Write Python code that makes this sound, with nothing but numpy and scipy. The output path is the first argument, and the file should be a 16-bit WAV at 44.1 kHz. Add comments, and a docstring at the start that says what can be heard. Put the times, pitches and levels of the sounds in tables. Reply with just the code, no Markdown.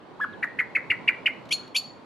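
"""In a garden, a blackbird on a fence scolds: one soft low note, six clucks of rising pitch, then
two shrill chinks. Both sides of its voice organ (the syrinx) sound at once and mix, making extra
tones at the sum and the difference of their pitches. Its wings flick and its feet land with a thump.
Nearby walls and the garden answer with echoes, and a faint outdoor rumble lies underneath."""
import sys
import numpy as np
from scipy import signal
from scipy.fft import rfft, irfft, next_fast_len
from scipy.io import wavfile
from scipy.ndimage import uniform_filter1d, map_coordinates

SR = 44100
rng = np.random.default_rng(int(sys.argv[2]) if len(sys.argv) > 2 else 0)


def store_wav(level_fs):
    """Save 16-bit WAV to argv[1]."""
    pcm = np.round(np.clip(np.atleast_2d(level_fs), -1, 1) * 32767)
    wavfile.write(sys.argv[1], SR, pcm.T.astype(np.int16))


N = 90404
TIME = np.arange(N) / SR
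SPLIT = np.array([[.5], [-.5]])  # shares a difference between left and right


def amp(db):
    """Turn decibels into a number to multiply by."""
    return 10 ** (np.asarray(db) / 20)


def unit(x):
    """Scale a signal to an average strength (rms) of 1."""
    return x / np.sqrt(np.mean(x ** 2) + 1e-20)


def along(points, hz):
    """Read between the rows of a (frequency, value) table, on a musical scale."""
    freqs, values = np.transpose(points)
    return np.interp(np.log(hz + 1), np.log(freqs + 1), values)


def wobble(rate):
    """A smooth curve through `rate` random values a second."""
    return map_coordinates(rng.standard_normal(N // 8), [TIME * rate], mode="wrap")


def swell(peak_s, width_s):
    """A smooth rise and fall, shaped like a bell."""
    return np.exp(-.5 * ((TIME - peak_s) / width_s) ** 2)


def filtered(x, response):
    """Multiply each frequency in x by response(hz)."""
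    size = next_fast_len(N + SR // 2)
    return irfft(rfft(x, size) * response(np.fft.rfftfreq(size, 1 / SR)), size)[..., :N]


def noise(spectrum):
    """Noise shaped by a (frequency, level) table."""
    return unit(filtered(rng.standard_normal(N), lambda hz: amp(along(spectrum, hz))))


def puffs(rows, spectrum, width_s):
    """A short swell of noise for each (time, level) row."""
    return noise(spectrum) * sum(amp(db) * swell(time, width_s) for time, db in rows)


def panned(x, db):
    """Make one channel into two, the left louder by db."""
    return x * amp(db * SPLIT)


# tone of the outdoor air (frequency [Hz], relative level [dB])
AIR_TONE = [(15, -60), (25, -33.5), (124, -6), (278, -2), (404, -4.5), (474, -5.5), (653, -8), (1090, -7.5),
            (1210, -12.5), (2010, -20.5), (3720, -28), (4480, -29), (4860, -36), (9480, -48),
            (14900, -60.5)]
# how alike the two ears hear it (frequency [Hz], likeness [0 to 1])
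AIR_LIKENESS = [(40, 0.11), (150, .5), (500, 0.56), (1500, .4), (8000, 0.19)]
# which side is louder (frequency [Hz], left minus right [dB])
AIR_BALANCE = [(40, 4.5), (150, -5.5), (350, -2.5), (800, -1), (3000, -0.5)]
# its slow rise and fall (time [s], level [dB])
AIR_LEVEL = [(0, -47), (.3, -45), (.7, -45), (1.05, -43.5), (1.45, -45), (1.8, -47.5), (2.05, -45.5)]


def outdoor_air(patchy_db=1.5, sway_db=.46):
    """Faint wind and far rumble, gently uneven and leaning to the right."""
    spectrum = signal.stft(rng.standard_normal((2, N)), nperseg=1024)[2]
    patches = uniform_filter1d(rng.standard_normal(spectrum.shape[1:]), size=4, axis=0)
    patches = unit(uniform_filter1d(patches, size=10, axis=1))
    pair = signal.istft(spectrum * amp(patchy_db * patches), nperseg=1024)[1][:, :N]
    spread = lambda hz: np.arccos(along(AIR_LIKENESS, hz)) / 2
    shares = lambda hz: [np.cos(spread(hz)), np.sin(spread(hz))]
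    mid, side = filtered(pair, lambda hz: amp(along(AIR_TONE, hz)) * shares(hz))
    ears = filtered(np.array([mid + side, mid - side]), lambda hz: amp(along(AIR_BALANCE, hz) * SPLIT))
    level_db = np.interp(TIME, *np.transpose(AIR_LEVEL)) + sway_db * wobble(3)
    return amp(level_db) * unit(ears)


# how long the garden rings (frequency [Hz], time to fade by 60 dB [s])
GARDEN_FADE = [(300, 0.72), (2000, 0.37), (3000, 0.43), (4500, 0.39), (7000, 0.39), (12000, 0.23)]
# tone of its echo (frequency [Hz], boost [dB])
GARDEN_TONE = [(1000, -2), (1700, 4), (2100, 3), (2700, -4), (3400, -2.5), (4400, 3.5), (7000, -0.5),
               (13000, 1.5)]


def garden_echo(sound, gain_db=-16, build_s=.007):
    """A blurred echo, new for each cluck and chink as the bird shifts about."""
    sound = filtered(sound, lambda hz: amp(along(GARDEN_TONE, hz)))
    out = np.zeros((2, N))
    edges = [0] + [int((call[0] - .02) * SR) for call in CLUCKS + CHINKS] + [N]
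    for first, last in zip(edges, edges[1:]):
        hz, t, spectrum = signal.stft(rng.standard_normal((3, SR // 2)), SR, nperseg=256)
        fade = amp(-60 * t / along(GARDEN_FADE, hz)[:, None])
        build = 1 - np.exp(-(t / build_s) ** 2)
        tails = signal.istft(spectrum * fade * build, SR, nperseg=256)[1]
        tail = tails[:2] + 1.37 * tails[2]  # one for each ear, plus one they share
        tail /= np.linalg.norm(tail[0])
        echo = signal.fftconvolve(sound[None, first:last], tail, axes=1)[:, :N - first]
        out[:, first:first + echo.shape[1]] += echo
    return amp(gain_db) * out


# bounces off nearby walls (delay [s], left level [dB], right level [dB])
WALL_BOUNCES = [(.00464, -9.5, -11), (.0073, -28, -17), (0.0115, -16, -13), (0.0144, -22.5, -16),
                (.019, -22.5, -23)]


def wall_echoes(sound):
    """Each wall sends back a quieter copy a moment later."""
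    return filtered(sound, lambda hz: sum(amp([[left], [right]]) * np.exp(-2j * np.pi * hz * delay)
                                          for delay, left, right in WALL_BOUNCES))


# wing and tail flicks (time [s], level [dB])
FLICKS = [(.765, -55), (.910, -48), (1.52, -64), (1.78, -60)]
# tone of the air they push (frequency [Hz], relative level [dB])
FLICK_TONE = [(20, -25), (50, -15), (85, -3), (130, 3), (300, 18), (2000, -60)]


def wings_and_feet(thump_s=.909, thump_hz=88):
    """Wing flicks push puffs of air; the feet land on the fence with a soft, low thump."""
    flicks = np.array([puffs(FLICKS, FLICK_TONE, width_s=.012) for ear in "LR"])
    thump = amp(-44) * swell(thump_s, width_s=.009) * np.sin(2 * np.pi * thump_hz * (TIME - thump_s))
    return panned(flicks + thump, db=-8.5)


# faint ticks (time [s], level [dB])
TICKS = [(1.457, -55.5), (1.493, -48.5), (1.679, -52)]
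# their tone (frequency [Hz], relative level [dB])
TICK_TONE = [(800, -10), (3500, 5), (6000, -8), (11000, -18), (14000, -26.5)]


def ticks():
    """Tiny bursts of bright noise come before the chinks."""
    return puffs(TICKS, TICK_TONE, width_s=.0025)


SWITCH_S = .0025  # time a voice takes to turn on or off


def voice(shape, start=0, stretch=1, pitch=1, end=np.inf, jitter=.014):
    """One side of the syrinx: gives its phase (the angle of its wave) and its loudness."""
    times, pitches, levels = np.transpose(shape)
    times = start + stretch * times
    glide = uniform_filter1d(np.interp(TIME, times, pitches), size=64)
    hz = pitch * glide * (1 + jitter * wobble(1507))  # a fast shake roughens the pitch
    fade_in = np.clip((TIME - times[0]) / SWITCH_S + .5, 0, 1)
    fade_out = np.clip((min(end, times[-1]) - TIME) / SWITCH_S + .5, 0, 1)
    loudness = amp(np.interp(TIME, times, levels)) * np.sin(fade_in * fade_out * np.pi / 2) ** 2
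    return 2 * np.pi * np.cumsum(hz) / SR, loudness


def rasp(spectrum, ripple_db=4.5, spacing_hz=344):
    """Air noise under the voice, with narrow peaks at random frequencies."""
    heights = rng.standard_normal(256)
    ripple = lambda hz: np.tanh(map_coordinates(heights, [hz / spacing_hz], mode="wrap"))
    return unit(filtered(noise(spectrum), lambda hz: amp(ripple_db * ripple(hz))))


# path of the faint chirp (time [s], pitch [Hz], level [dB])
CHIRP = [(.322, 4280, -73), (.331, 3830, -53.5), (.340, 3130, -53), (.348, 2800, -72)]


def faint_chirp():
    """One thin voice slides downward."""
    phase, loudness = voice(CHIRP)
    return loudness * np.sin(phase)


# path of the soft first note (time [s], pitch [Hz], level [dB])
SOFT_NOTE = [(.188, 857, -58.5), (.198, 929, -35.5), (.204, 1230, -25.5), (.209, 1570, -33.5),
             (.214, 1721, -22.5), (.226, 1673, -22.5), (.239, 1693, -21), (.244, 1467, -21),
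             (.250, 1030, -26.5)]
# its overtones (multiple of the pitch [times], relative level [dB])
SOFT_OVERTONES = [(2, -28), (3, -45), (4, -53), (5, -54.5), (6, -48), (7, -48), (8, -64)]
# tone of the breath, here and in the clucks (frequency [Hz], relative level [dB])
BREATH_TONE = [(1000, -17), (3000, 6.5), (4500, 1), (5800, -8), (7000, -8.5), (8200, -20.5), (9500, -10),
               (10500, -13.5), (11500, -8.5), (13500, -28), (15000, -39.5)]


def soft_note():
    """One voice rises, holds and drops, with weak overtones and a little breath."""
    phase, loudness = voice(SOFT_NOTE)
    overtones = sum(amp(db) * np.sin(round(k) * phase) for k, db in SOFT_OVERTONES)
    breath = amp(-42) * rasp(BREATH_TONE)
    return panned(loudness * (np.sin(phase) + overtones + breath), db=-.5)


# the clucks (start [s], length [s], low voice's top [Hz], high voice's top [Hz], low voice [dB],
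# high voice [dB], side tones [dB], ring pitch [Hz], left minus right [dB])
CLUCKS = [(0.4248, .0245, 2032, 2437, -17.5, -24.5, -5, 1900, 2),
          (.586, 0.026, 2229, 2596, -15, -23.5, -6.5, 1950, 0.7),
          (.749, 0.026, 2264, 2702, -17, -18.5, -24.5, 2000, 0.8),
          (0.8992, .025, 2368, 2928, -15, -17, -24.5, 1990, 1),
          (1.0753, .0245, 2410, 2953, -14, -15, -32, 1980, -0.5),
          (1.2567, .025, 2476, 3052, -15.5, -13.5, -30, 2110, -1)]
# paths of the two voices (time [share of length], pitch [share of top], relative level [dB])
CLUCK_LOW = [(0, .68, -25.5), (.13, .82, -8), (.29, .94, -4.5), (.55, 1, -2.5), (.66, 0.943, 3),
             (.77, 0.746, -6.5), (.88, .59, -12), (1, 0.53, -23)]
CLUCK_HIGH = [(0, .7, -21), (.13, 0.86, -5), (.24, 0.97, -1), (.34, 0.96, 0.5), (.45, .9, -6),
              (.58, 0.79, 2), (.7, 0.49, -44)]
# thin hiss that outlasts each cluck (frequency [Hz], relative level [dB])
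HISS_TONE = [(5000, -28), (7100, -3.5), (8000, -20), (9100, -6), (10400, -15.5), (11400, -1), (12400, -20),
             (13600, -12), (15000, -29)]


def clucks(flutter=.11, flutter_hz=700, ring_fade_s=.12):
    """Two voices arch upward, beat against each other and plunge, leaving a brief unsteady ring."""
    out = np.zeros((2, N))
    for start, length, low_hz, high_hz, low_db, high_db, side_db, ring_hz, pan_db in CLUCKS:
        low_phase, low = voice(CLUCK_LOW, start, length, low_hz)
        high_phase, high = voice(CLUCK_HIGH, start, length, high_hz)
        low *= 1 + flutter * wobble(flutter_hz)
        high *= amp(high_db - low_db)
        voices = low * np.sin(low_phase) + high * np.sin(high_phase)
        # mixing adds a tone on each side of the pair, and their sum
        sides = low * high * (np.sin(2 * high_phase - low_phase) + np.sin(2 * low_phase - high_phase))
        sum_tone = low * high * np.sin(low_phase + high_phase)
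        octave = low * np.sin(2 * low_phase)
        overtones = sum(amp(along(BREATH_TONE, k * low_hz))
                        * (low * np.sin(k * low_phase) + high * np.sin((k - 1) * high_phase))
                        for k in range(3, 7))
        extra_tones = amp(side_db) * sides + amp(-36.5) * (sum_tone + octave) + amp(-40) * overtones
        after = np.maximum(TIME - start - length + SWITCH_S, 0)
        ring_phase = 2 * np.pi * ring_hz * np.cumsum(1 + .0354 * wobble(flutter_hz)) / SR
        ring = amp(-8 - 60 * after / ring_fade_s) * (1 - np.exp(-after / SWITCH_S)) * np.sin(ring_phase)
        breath = amp(-36.5) * np.hypot(low, high) * rasp(BREATH_TONE)
        hiss = amp(-47) * swell(start + .017, width_s=.011) * rasp(HISS_TONE)
        out += panned(amp(low_db) * (voices + extra_tones + ring + breath + hiss), pan_db)
    return out


# the chinks (start [s], length [s], held pitch [Hz], level [dB], fade over the second half [dB],
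# left minus right [dB])
CHINKS = [(1.507, 0.053, 4372, -18, 10.5, 1.8), (1.7455, 0.045, 4485, -18, 0.5, 1)]
# paths of the two voices (time after start [s], pitch [times held pitch], relative level [dB])
CHINK_LOW = [(0, 0.5, -31), (.004, .5, -12), (.011, .54, -4.5), (.016, .57, -2.5), (.019, .67, 1.5),
             (.021, 0.98, -2), (.023, 1.01, -2.5), (.029, .995, -2.5), (.04, .98, -3.5), (.054, .975, -4)]
CHINK_HIGH = [(0, .61, -25.5), (.004, .7, -13), (.010, .755, -5), (.016, .79, -11.5), (.019, 1.05, -7),
              (.021, 1.35, -14), (.023, 1.58, -12), (.029, 1.57, -14.5), (.04, 1.55, -15.5),
              (.054, 1.53, -19)]
# tone of the breath (frequency [Hz], relative level [dB])
CHINK_BREATH_TONE = [(1000, -25), (2800, -3), (4500, -12), (5800, 2), (7200, -1.5), (8100, -28), (9000, -2),
                     (11300, -2.5), (12200, -24), (13700, -12), (14800, -43)]
# the breath peaks at the leap (time after start [s], boost [dB])
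CHINK_BREATH_SWELL = [(0, 1.5), (.012, -5), (.021, 4), (.027, -2.5), (.054, -3)]


def chinks():
    """Both voices start low, leap about an octave and hold a shrill note."""
    out, air = np.zeros((2, N)), noise(CHINK_BREATH_TONE)
    for start, length, hz, db, fade_db, pan_db in CHINKS:
        low_phase, low = voice(CHINK_LOW, start, pitch=hz, end=start + length, jitter=.0091)
        high_phase, high = voice(CHINK_HIGH, start, pitch=hz, end=start + length, jitter=.0091)
        voices = low * np.sin(low_phase) + high * np.sin(high_phase)
        sum_and_difference = np.sin(low_phase + high_phase) + .42 * np.sin(high_phase - low_phase)
        mixed = amp(-5.5) * low * np.minimum(high, .2) * sum_and_difference
        octave = amp(-23) * low * np.sin(2 * low_phase)
        boost_db = np.interp(TIME - start, *np.transpose(CHINK_BREATH_SWELL))
        breath = amp(-13.5 + boost_db) * np.sqrt(low * high) * air
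        fade = np.clip(2 * (TIME - start) / length - 1, 0, 1)
        out += panned(amp(db - fade_db * fade) * (voices + mixed + octave + breath), pan_db)
    return out


# how far the bird's wave is ahead at the left ear (frequency [Hz], lead [radians])
LEFT_LEAD = [(1000, .3), (1700, .36), (2300, .2), (4400, .13), (11000, .1)]


def scene():
    """The bird nearly straight ahead, its echoes and the outdoor air."""
    bird = soft_note() + clucks() + chinks() + faint_chirp() + ticks()
    direct = filtered(bird, lambda hz: np.exp(1j * along(LEFT_LEAD, hz) * SPLIT))
    mono = bird.mean(axis=0)
    return direct + wall_echoes(mono) + garden_echo(mono) + wings_and_feet() + outdoor_air()


def record(dry, top_hz=15000):
    """Cut away the very highest treble."""
    return filtered(dry, lambda hz: hz < top_hz)


dry = scene()
out = record(dry)
store_wav(out)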